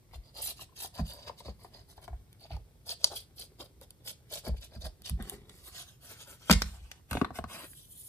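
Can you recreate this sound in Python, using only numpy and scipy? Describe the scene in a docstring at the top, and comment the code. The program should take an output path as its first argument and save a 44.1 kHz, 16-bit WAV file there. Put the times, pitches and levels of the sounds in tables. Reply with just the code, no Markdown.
"""A plastic glue bottle is rubbed and dabbed in short strokes over paper on a wooden table.
Stick-slip friction at the tip scrapes the fibres and drives the bottle's resonances; impacts excite
the table's modes. Air is drawn into the bottle, which is lifted and set down with a rattle; fingers
knock on the table, pick up the paper and slide it aside. A phone close by hears it in a small room."""
import sys
import numpy as np
from scipy import signal
from scipy.fft import rfft, irfft, next_fast_len
from scipy.io import wavfile
from scipy.ndimage import uniform_filter1d, map_coordinates

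SR = 44100
rng = np.random.default_rng(int(sys.argv[2]) if len(sys.argv) > 2 else 0)


def inscribe(sig):
    """Save sig as 16-bit PCM at rate SR to the path in sys.argv[1].

    A 1-D sig is mono; a 2-D sig holds one channel per row.
    Samples are clipped to [-1, 1] before scaling.
    """
    pcm = np.round(np.clip(np.atleast_2d(sig).T, -1, 1) * 32767)
    wavfile.write(sys.argv[1], SR, pcm.astype(np.int16))


N = 356328
T = np.arange(N) / SR
TAIL = T[:SR // 2]  # time axis of one impact

# Spectra of the room's rumble, its echoes and their side signal: (frequency [Hz], level [dB])
ROOM_TONE = [(20, -18), (40, 3), (58, 5.5), (85, 4), (125, 3.5), (200, -8.5), (400, -14), (800, -25),
             (1600, -30), (3000, -32.5), (4700, -32), (7000, -36.5), (12000, -28.5), (16000, -31)]
ROOM_ECHO = [(40, 4.5), (300, 5), (900, 2.5), (2000, 6.5), (7000, 4), (10000, 6), (16000, -16)]
ROOM_WIDTH = [(50, -15.5), (300, -7.5), (900, -1.5), (1800, -2), (8000, 5.5), (10000, -4), (16000, -27)]
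# Spectra of the indrawn air and of the sheet's rustle and flap: (frequency [Hz], level [dB])
AIR = [(80, 22.5), (200, 12.5), (300, 5.5), (420, 14), (570, 3), (780, 5), (1200, -6.5), (1900, -6),
       (2200, -0.5), (2600, -12.5), (3100, -10.5), (3500, -3.5), (4100, -12.5), (8000, -31)]
RUSTLE = [(600, -68), (1500, -12), (3000, 12.5), (4700, 10), (6500, 8), (9000, 6), (15000, -41)]
FLAP = [(80, -26), (200, -6), (450, -3.5), (800, 0), (1200, -2), (1800, -5), (2700, -6), (3500, -8.5),
        (5500, -23.5)]
# Impact spectra of paper, loose objects and snapping plastic: (frequency [Hz], level [dB])
CRACKLE = [(400, -18), (1200, 6), (2300, 4.5), (4300, -2.5), (6000, -22), (10000, -21.5), (15000, -22.5)]
CLATTER = [(300, -8), (900, -1), (1900, -0.5), (3200, 0), (5000, -2.5), (8000, -7.5), (10500, -8),
           (13500, -6), (15500, -21)]
CRACK = [(600, -8), (2000, -16.5), (3300, -2.5), (6000, -20.5), (10000, 2.5), (14000, -3.5), (16000, -9.5)]
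# Friction spectra of the tip, fibres, bottle body and nozzle: (frequency [Hz], level [dB])
SCRAPE = [(700, -29.5), (1400, -17), (2200, -13), (3300, -1.5), (4200, -2.5), (4800, -4), (5500, -5.5),
          (7000, -11.5), (9000, -11.5), (15000, -90)]
HISS = [(3000, -50), (6500, -14), (8500, -3.5), (11300, 2), (13200, 1.5), (15700, -11)]
BODY = [(90, 6), (200, -11), (400, -1), (680, 5), (900, -0.5), (1250, -11.5), (1600, -12.5), (2100, -17),
        (3000, -25.5), (4500, -33.5)]
NOZZLE = [(2000, -28.5), (3000, -20.5), (4300, -5.5), (4800, 0.5), (5050, -7), (5500, -20), (7000, -28)]
# Modes of the table, loose objects and thin plastic: (frequency [Hz], level [dB], T60 [s])
TABLE_MODES = [(47, -11.5, 0.25), (62.05, -6.5, 0.22), (95.5, -15, 0.32), (159.2, -6, 0.16),
               (205.2, -4, 0.13), (298, -6.5, 0.028), (400.5, 6, 0.018), (476, -8, 0.088),
               (583, -11.5, 0.094), (696, -3, 0.024), (1010, -1.5, 0.012)]
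RATTLE_MODES = [(1210, -28, 0.27), (1480, -6.5, 0.12), (1780, -11, 0.097), (2149, -12.5, 0.28),
                (2460, -5.5, 0.068), (3200, -22, .08), (3930, -12, 0.11), (4400, -15, 0.12),
                (5200, -7.5, 0.11), (5472, -15.5, 0.14), (6360, -21, .2), (7140, -18.5, 0.11),
                (8930, -21.5, .3)]
PLASTIC_MODES = [(615, 3.5, 0.042), (1015, -5.5, 0.024), (3050, -2, 0.0011), (4620, 5.5, 0.0088),
                 (4600, -6.5, 0.0047), (5640, -1.5, 0.0079), (5900, -18.5, 0.056), (7000, -9, 0.0081),
                 (7200, -12, 0.01)]
# Air drawn into the bottle as the grip eases: (time [s], level [dB])
INTAKE_LEVEL = [(5.16, -66), (5.205, -40.5), (5.31, -50), (5.4, -55.5), (5.55, -60), (5.75, -85)]
# Pushes and lifts of the sheet:
# (start [s], duration [s], rustle level [dB], hiss re rustle [dB], flap re rustle [dB])
SLIDES = [(5.225, 0.13, -60.5, 0.5, 3.5), (5.285, 0.056, -61.5, 7, -11), (5.5, 0.19, -66, 2.5, -6),
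          (5.64, 0.063, -57, 7, -1.5), (5.725, 0.099, -48, -3.5, -6), (5.82, .12, -63.5, 1, -5),
          (6.02, 0.079, -59, 3, -2), (6.09, 0.057, -57.5, 4, 3), (6.16, 0.074, -54, -1, -1),
          (6.275, 0.068, -56, 4.5, 3.5), (6.43, 0.3, -57, -3, -1.5), (6.63, 0.07, -64, 5, 3),
          (6.72, 0.23, -68.5, -6, 1.5), (7.112, 0.1, -60.5, 4, 7.5), (7.355, 0.03, -52.5, 2.5, 5.5),
          (7.5, 0.069, -52.5, 3.5, 6.5), (7.57, 0.077, -59, 5.5, 10), (7.665, 0.073, -65, 15.5, -15),
          (7.755, 0.085, -58.5, 6.5, -24), (7.87, 0.26, -65, 15, -20)]
# Reflection of the lifted sheet's sound off the table: (time [s], delay [ms])
SHEET_ECHO = [(5.5, 0.33), (5.8, .35), (6.1, .6), (6.4, .8), (7.5, 0.22), (7.65, .36), (7.75, .44),
              (7.9, .4), (8.07, .35)]
# Soft blows on the table: (time [s], level [dB], contact time [ms], T60 factor [ratio])
KNOCKS = [(0.148, -33, 11.7, 0.55), (.992, -24.5, 4.55, 0.99), (1.464, -32.5, 7.2, 0.68),
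          (1.482, -36, 1.75, 0.95), (2.097, -36.5, 11, 1.15), (2.514, -29.5, 8.8, 0.84),
          (4.473, -28.5, 2.66, 0.93), (4.485, -23.5, 13.3, 1.06), (4.76, -33, 6.1, 0.62),
          (4.834, -32.5, 7.8, 0.84), (5.105, -26, 7.3, 1.2), (5.197, -36, 2.1, 0.86),
          (6.499, -19.5, 2.6, 0.67), (6.512, -16.5, 2.65, 1.2), (6.622, -30.5, 7.2, 2.1),
          (6.803, -39.5, 9.9, 1.1), (7.115, -25.5, 3.3, 0.45), (7.149, -28, 1.6, .35), (7.173, -36, 3, .35),
          (7.2132, -27, 1.4, 0.2), (7.309, -35, 1.3, .3), (7.387, -28, 1.05, 0.38), (7.44, -32, 1.3, 0.37)]
# The bottle lands on its rim, then settles on the plank: (time [s], level [dB], frequency [Hz])
THUDS = [(6.5027, -13, 190), (6.5335, -16.5, 61)]
# Hard contacts of the bottle's base, nails and the sheet's edge:
# (time [s], level [dB], starting frequency [Hz], crackle level [dB])
TAPS = [(5.0945, -39, 1500, -36), (6.4972, -10.5, 1395, -17.5), (6.498, -11.5, 800, -36),
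        (6.509, -18.5, 1205, -17.5), (7.112, -34, 1310, -30.5), (7.119, -31, 330, -53),
        (7.1303, -25, 1440, -32.5), (7.141, -39, 1670, -47), (7.1523, -20.5, 507, -48),
        (7.1705, -24.5, 1010, -24.5), (7.177, -25, 332, -42), (7.2143, -15.5, 1310, -31),
        (7.2164, -13, 517, -45), (7.246, -26, 1480, -27), (7.306, -30.5, 1020, -53),
        (7.3876, -25, 1080, -31), (7.4408, -26.5, 1230, -42.5), (7.733, -65, 1550, -44)]
# Jolts of loose objects: (time [s], level [dB], emphasised frequency [Hz])
RATTLES = [(1.281, -34, 3430), (5.495, -35, 3000), (6.498, -17.5, 1510), (6.507, -9, 5540),
           (6.5121, -5, 1760), (6.526, -9.5, 4970), (6.534, -12.5, 6000), (6.6196, -11, 2170),
           (6.9147, -28.5, 3550)]
# Snaps of plastic and nails, and crisp ticks of the paper: (time [s], ring level [dB], crack level [dB])
SNAPS = [(.994, -45, -46), (1.978, -51, -61), (2.329, -53, -43), (2.566, -45, -48), (2.893, -24, -44),
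         (3.0434, -3, -17), (3.607, -44, -56.5), (3.813, -49, -38.5), (3.906, -44, -36), (4.45, -40, -45),
         (4.753, -51, -52), (5.02, -46.5, -40), (5.096, -33, -24), (5.225, -48, -30.5), (5.297, -52, -19.5),
         (7.111, -41, -26), (7.131, -31, -28.5), (7.214, -37, -42)]
# Touchdowns of the tip: (time [s], level [dB], starting frequency [Hz])
DABS = [(0.593, -46, 1143), (.692, -60, 1100), (.724, -57, 1090), (.846, -35, 829), (.9935, -31, 740),
        (1.2957, -32, 950), (1.405, -40.5, 944), (1.456, -40, 631.5), (1.4826, -36, 840),
        (1.6467, -38, 823), (1.9795, -39.5, 828), (2.0792, -35.5, 741), (2.13, -41, 793),
        (2.452, -47.5, 691), (2.5062, -38, 766), (2.566, -43, 880), (3.119, -42, 792), (3.133, -38.5, 845),
        (3.61, -43, 778), (4.325, -41, 633.4), (4.468, -36, 704.6), (4.542, -45.5, 845), (4.75, -43.5, 650),
        (5.192, -43, 772), (5.208, -50, 644), (5.318, -40, 760)]
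# Strokes of the tip: (start [s], duration [s], scrape level [dB], hiss re scrape [dB],
# body re scrape [dB], nozzle re scrape [dB], scrape centre [Hz])
STROKES = [(0.133, 0.029, -59.5, 2, 2.5, 3, 3610), (0.248, 0.061, -71.5, -4, 0.5, 6.5, 4314),
           (0.36, 0.079, -51.5, -0.5, 0, 0, 4290), (0.419, 0.034, -44.5, 10, -23, -18, 4290),
           (0.446, 0.04, -40.5, 9.5, -17, -23, 4560), (0.483, 0.035, -40, 1, -15.5, -24, 4110),
           (0.568, 0.031, -54.5, -5, -18, -13, 3994), (0.605, 0.025, -41.5, 1, -15.5, -21, 3744),
           (0.765, 0.042, -48, 0.5, -13.5, -8, 4430), (0.805, 0.051, -43.5, 4.5, -8.5, -17, 4404),
           (0.944, 0.034, -57, 0, 2, 0, 3790), (0.979, 0.027, -46.5, -6.5, 6, -1.5, 3825),
           (1.062, 0.088, -51, -1, -3.5, -7.5, 4010), (1.146, 0.13, -59.5, -8, 1.5, -2, 3865),
           (1.27, 0.019, -43.5, -13, -7, -4, 3396), (1.377, 0.036, -54.0, -4.5, -9, -4, 3880),
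           (1.44, 0.064, -59.5, -11, 3, 0.5, 3505), (1.598, 0.08, -66.5, 3.5, 1.5, 0.5, 3680),
           (1.73, 0.079, -64, -3, 6, 2.5, 3235), (1.887, 0.046, -63.5, 3.5, 2, -5, 4630),
           (1.968, 0.01, -63.5, 0, 7, 9, 4020), (2.022, 0.032, -59.5, 0, 3, -2, 4300),
           (2.403, 0.064, -64, -4, -2, -1, 3500), (2.508, 0.051, -54.5, -12.5, -2, -8, 2605),
           (2.865, 0.026, -49, 4, -6.5, -0.5, 4557), (2.891, 0.035, -39.5, -1.5, -11, -0.5, 4190),
           (2.995, 0.05, -58, -11.5, -8, 0.5, 4233), (3.035, 0.045, -40, -11.5, -13, -20, 5194),
           (3.107, 0.041, -50, 0, 0, -14, 4423), (3.151, 0.036, -43.5, 5, -14, -2.5, 4000),
           (3.189, 0.045, -58.5, -0.5, -18, -8, 4000), (3.379, 0.064, -50.5, 1.5, -7, -2.5, 4360),
           (3.597, 0.031, -51.5, -0.5, 6, -1.5, 3840), (3.645, 0.02, -62, 3.5, 6.5, -5.5, 3946),
           (3.814, 0.028, -59.5, 3, 2, -23, 4010), (4.058, 0.053, -44, -0.5, -13.5, -11, 3980),
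           (4.314, 0.074, -42.5, -1, -12, -15.5, 4096), (4.448, 0.047, -51, 0, 7.5, -2, 4060),
           (4.566, 0.018, -55, -4.5, -25, -3, 3636), (4.617, 0.043, -50, -1, -10.5, -14, 3916),
           (4.723, 0.046, -66, -4, 9, 8, 3636), (4.81, 0.019, -52.5, -2, -1.5, 0, 4720),
           (4.845, 0.027, -49, 0, 7.5, -3, 4414), (5.051, 0.052, -45, -5, -15, -14, 4100)]
# Lead of the left microphone port over the right: (frequency [Hz], phase [rad])
PORT_PHASE = [(0, 0), (1400, .5), (2700, 2.4), (3600, 2.7), (4300, 4), (5400, 4.3), (6700, 7), (7300, 7),
              (8400, 3.4), (10100, 0), (11800, -3.1), (13300, -6.2), (13700, -6.3), (15000, -9.4)]
# Gain of the left port over the right: (frequency [Hz], level [dB])
PORT_BALANCE = [(100, -0.5), (500, 1.1), (1000, 2.3), (2000, 2.5), (4500, -1), (8000, -2.5), (12000, 0)]


def amp(db):
    """Amplitude ratio of a level in decibels."""
    return 10 ** (np.asarray(db) / 20)


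def unit(x):
    """Normalisation to unit rms."""
    return x / np.sqrt(np.mean(x ** 2))


def peak(x, db):
    """Normalisation to a peak level."""
    return x * amp(db) / np.abs(x).max()


def curve(points):
    """Linear interpolation of (time, value) points."""
    return np.interp(T, *np.transpose(points))


def add(track, s, sound):
    """Superposition of a sound on a track at time s."""
    i = int(s * SR)
    track[i:i + len(sound)] += sound[:N - i]


def colour(x, spectrum):
    """Zero-phase filtering by (frequency, level) points."""
    hz, db = np.transpose(spectrum)
    bin_hz = np.fft.rfftfreq(len(x), 1 / SR) + 1
    return irfft(rfft(x) * amp(np.interp(np.log(bin_hz), np.log(hz), db)), len(x))


def noise(spectrum, size=N):
    """Filtered Gaussian noise of unit rms."""
    return unit(colour(rng.standard_normal(next_fast_len(size, True)), spectrum)[:size])


def wander(rate_hz):
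    """Smooth random modulation of unit rms."""
    hold = int(SR / rate_hz)
    steps = np.repeat(rng.standard_normal(N // hold + 1), hold)
    return unit(uniform_filter1d(steps, hold)[:N])


def fade(t60, t=TAIL):
    """Exponential decay by 60 dB in t60 seconds."""
    return np.exp(-np.log(1000) * t / t60)


def ring(modes, lag_cycles):
    """Damped modes with plate dispersion: the slower low waves arrive later."""
    out = 0
    for hz, db, t60 in modes:
        t = np.maximum(TAIL - lag_cycles / hz, 0)
        polarity = -1 if hz < 55 else 1  # the deepest mode opposes its neighbour, so a thud swells
        out = out + polarity * amp(db) * np.sin(2 * np.pi * hz * t) * fade(t60, t)
    return out


def tock(hz, t60, sag, sag_s, rise_s):
    """A heavily damped oscillator; its frequency falls by the fraction sag as the contact settles."""
    cycles = hz * ((1 - sag) * TAIL + sag * sag_s * (1 - np.exp(-TAIL / sag_s)))
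    return np.sin(2 * np.pi * cycles) * (1 - np.exp(-TAIL / rise_s)) * fade(t60)


def friction(spectrum, slips_per_s, spread_db, flutter_db):
    """Stick-slip friction: random, uneven impulses, filtered by what they shake, flutter in level."""
    size = next_fast_len(N, True)
    slips = (rng.random(size) < slips_per_s / SR) * rng.standard_normal(size)
    slips *= amp(spread_db * np.minimum(rng.exponential(size=size), 5))
    return unit(colour(slips, spectrum)[:N] * amp(flutter_db * wander(170)))


def movements(table, attack_share, release_share, edge_s):
    """One envelope per layer: amplitude follows sliding speed, and overlapping moves add in power."""
    power = np.zeros((len(table[0]) - 2, N))
    for start, length, db, *relative_db in table:
        near = slice(max(int((start - .15) * SR), 0), int((start + length + .3) * SR))
        since = T[near] - start
        attack = (1 + np.tanh(since / (edge_s + attack_share * length))) / 2
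        release = (1 + np.tanh((length - since) / (edge_s + release_share * length))) / 2
        gains = amp(db + np.array([0, *relative_db]))
        power[:, near] += (gains[:, None] * attack * release) ** 2
    return np.sqrt(power)


def shifting(x, depth_db, patch_hz, patch_s, size=256):
    """Spectral modulation: patches swell and sink independently, as when a contact meets new fibres."""
    spectrum = signal.stft(x, nperseg=size)[2]
    patches = rng.standard_normal(spectrum.shape)
    for axis, steps in enumerate([patch_hz * size / SR, patch_s * SR * 2 / size]):
        patches = uniform_filter1d(patches, round(steps), axis=axis)
    gain = amp(depth_db * np.tanh(unit(patches) / 2))
    return signal.istft(spectrum * gain, nperseg=size)[1][:N]


def reflections(t60, after_s, db):
    """Impulse response of a diffuse field: dense echoes that decay exponentially."""
    echo = rng.standard_normal(len(TAIL)) * fade(t60) * (TAIL > after_s)
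    return colour(amp(db) * echo / np.linalg.norm(echo), ROOM_ECHO)


def room(x, poses=22):
    """Reverberation over a steady rumble, as mid and side; early echoes shift as the hands move."""
    fields, hop = [], N / poses
    for _ in range(2):
        wet = signal.fftconvolve(x, reflections(t60=0.24, after_s=0.0095, db=-19))[:N]
        for k in range(poses + 1):
            a, b = max(int((k - 1) * hop), 0), min(int((k + 1) * hop), N)
            crossfade = np.cos(np.pi / 2 * (np.arange(a, b) / hop - k))
            early = reflections(t60=0.027, after_s=0.0005, db=-8)
            add(wet, a / SR, signal.fftconvolve(x[a:b] * crossfade, early))
        fields.append(wet + amp(-60) * noise(ROOM_TONE))
    return x + fields[0], colour(fields[1], ROOM_WIDTH)


def air_intake(sputter_db=2.5):
    """Intermittent flow: air sputters through the gluey nozzle and excites the bottle's cavity."""
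    air = friction(AIR, slips_per_s=760, spread_db=1, flutter_db=-1.5) * amp(sputter_db * wander(45))
    return amp(curve(INTAKE_LEVEL)) * unit(shifting(air, depth_db=7, patch_hz=500, patch_s=.025))


def table_reflection(x, strength=0.27):
    """Comb filtering by an inverted echo: the notches glide as the gap under the sheet changes."""
    delayed = map_coordinates(x, [(T - curve(SHEET_ECHO) / 1000) * SR], mode="nearest")
    return unit(x - strength * delayed)


def paper_slides(level_db=-1, drag_db=2.3):
    """Sliding friction with uneven drag: the sheet rustles, its edge hisses and its face flaps."""
    envelopes = movements(SLIDES, attack_share=0.13, release_share=0.24, edge_s=0.01)
    rustle, hiss, flap = envelopes * amp(level_db + drag_db * wander(30))
    rustle *= table_reflection(friction(RUSTLE, slips_per_s=16000, spread_db=3, flutter_db=0.5))
    hiss *= friction(HISS, slips_per_s=12000, spread_db=1, flutter_db=1)
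    flap *= friction(FLAP, slips_per_s=9900, spread_db=0.5, flutter_db=0.5)
    return shifting(rustle + hiss + flap, depth_db=6, patch_hz=700, patch_s=.025)


def table_knocks(spot_db=1):
    """Modal response to a force pulse: the shorter the contact, the higher the modes it reaches."""
    out = np.zeros(N)
    for s, db, contact_ms, t60_factor in KNOCKS:
        # each spot has its own mix of modes; the pressing hand sets their damping
        modes = [(hz, mode_db + spot_db * rng.standard_normal(), t60 * t60_factor)
                 for hz, mode_db, t60 in TABLE_MODES]
        force = np.sin(np.pi * np.minimum(TAIL * 1000 / contact_ms, 1)) ** 2
        response = signal.fftconvolve(force, ring(modes, lag_cycles=0.82))[:len(TAIL)]
        add(out, s, peak(response, db))
    return out


def plank_thuds():
    """A loaded plate: the plank's deep note swells for one cycle and is damped by the bottle."""
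    out = np.zeros(N)
    for s, db, hz in THUDS:
        cycles = TAIL * hz
        add(out, s, peak(np.sin(2 * np.pi * cycles) * cycles ** 2 * np.exp(-2 * cycles), db))
    return out


def hard_taps(shake_db=-14, crackle_spread_db=4):
    """Heavily damped impacts: a dead knock drops in pitch while the sheet shakes and crackles."""
    out, size = np.zeros(N), len(TAIL)
    for s, db, hz, crackle_db in TAPS:
        knock = tock(hz, t60=0.0095, sag=.7, sag_s=.0035, rise_s=.0005)
        shake_spectrum = [(hz / 8, -8), (hz / 3, 1), (hz * 0.87, 0), (hz * 1.66, -22), (hz * 7, -50)]
        shake = noise(shake_spectrum, size) * fade(t60=0.036)
        spikes = rng.standard_normal(size) * amp(crackle_spread_db * rng.standard_normal(size))
        crackle = colour(spikes, CRACKLE) * fade(t60=0.02)
        add(out, s, peak(knock + amp(shake_db) * shake, db) + peak(crackle, crackle_db))
    return out


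def rattles(ring_db=-27, scatter_db=3, focus_db=9):
    """Free vibration of jolted hard objects: a pitched crack, then the same modes in a new mix."""
    out = np.zeros(N)
    for s, db, hz in RATTLES:
        modes = [(mode_hz, mode_db + scatter_db * rng.standard_normal(), t60)
                 for mode_hz, mode_db, t60 in RATTLE_MODES]
        emphasis = [(hz / 0.78, 0), (hz, focus_db), (hz * 1.1, 0)]
        crack = unit(colour(noise(CLATTER, len(TAIL)), emphasis)) * fade(t60=0.011)
        add(out, s, peak(crack + amp(ring_db) * ring(modes, lag_cycles=2.9), db))
    return out


def plastic_snaps(radiates_above_hz=3000):
    """A small radiator gives little bass: thin plastic rings briefly under a dry crack."""
    out = np.zeros(N)
    radiation = signal.butter(2, radiates_above_hz, "high", fs=SR, output="sos")
    plastic = signal.sosfilt(radiation, ring(PLASTIC_MODES, lag_cycles=1.5))
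    for s, ring_db, crack_db in SNAPS:
        crack = noise(CRACK, len(TAIL)) * fade(t60=0.01)
        add(out, s, peak(plastic, ring_db) + peak(crack, crack_db))
    return out


def bottle_dabs(t60=0.0299, lower_ratio=0.58, lower_db=-7, rasp_db=-12):
    """Impact excitation: the tip touches down on the paper and the hand-damped bottle rings hollowly."""
    out = np.zeros(N)
    for s, db, hz in DABS:
        upper = tock(hz, t60, sag=0.093, sag_s=.005, rise_s=0.00052)
        lower = tock(hz * lower_ratio, t60, sag=0.14, sag_s=0.0074, rise_s=0.0019)
        rasp = noise(BODY, len(TAIL)) * fade(t60=0.1)
        add(out, s, peak(upper + amp(lower_db) * lower + amp(rasp_db) * rasp, db))
    return out


def tip_scrape(reference_hz=4200):
    """Roughness noise: the faster the tip crosses the fibres, the higher its spectrum lies."""
    grit = friction(SCRAPE, slips_per_s=4500, spread_db=2.8, flutter_db=2)
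    centre_hz = curve([(start + length / 2, hz) for start, length, *_, hz in STROKES])
    position = np.cumsum(centre_hz / reference_hz) % (N - 1)
    return unit(map_coordinates(grit, [position]))


def bottle_rubbing():
    """Friction-driven vibration: the tip scrapes, the fibres hiss, and nozzle and body rasp."""
    strokes = [row[:-1] for row in STROKES]
    scrape, hiss, body, nozzle = movements(strokes, attack_share=0.14, release_share=0.24, edge_s=0.0054)
    scrape *= amp(-3) * tip_scrape()
    hiss *= amp(-2) * friction(HISS, slips_per_s=6600, spread_db=0.9, flutter_db=3.5)
    nozzle *= amp(-0.5) * friction(NOZZLE, slips_per_s=6100, spread_db=0.5, flutter_db=3.5)
    body *= amp(1) * friction(BODY, slips_per_s=1000, spread_db=-1.5, flutter_db=-0.5)
    return shifting(scrape + hiss + nozzle + body, depth_db=6, patch_hz=700, patch_s=.014)


def scene(sources_db=-1, snap_send_db=-11):
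    """Superposition of all sources in the room; the snaps are nearest, so mostly direct sound."""
    snaps, send = plastic_snaps(), amp(snap_send_db)
    sources = (bottle_rubbing() + bottle_dabs() + table_knocks() + plank_thuds()
               + hard_taps() + rattles() + paper_slides() + air_intake())
    mid, side = room(amp(sources_db) * sources + send * snaps)
    mid += (1 - send) * snaps
    return np.array([mid + side, mid - side])


def record(dry, low_cut_hz=42, top_hz=15800):
    """Phase and level differences between the phone's two ports, followed by band limiting."""
    size = next_fast_len(N + SR // 10, True)
    hz = np.fft.rfftfreq(size, 1 / SR)
    sides = np.array([[.5], [-.5]])
    lead = np.interp(hz, *np.transpose(PORT_PHASE))
    balance_db = np.interp(hz, *np.transpose(PORT_BALANCE))
    response = np.exp(1j * sides * lead) * amp(sides * balance_db)
    ports = irfft(rfft(dry, size) * response, size)[:, :N]
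    ports = signal.sosfilt(signal.butter(4, low_cut_hz, "high", fs=SR, output="sos"), ports)
    return signal.sosfilt(signal.ellip(8, .2, 70, top_hz, fs=SR, output="sos"), ports)


dry = scene()
out = record(dry)
inscribe(out)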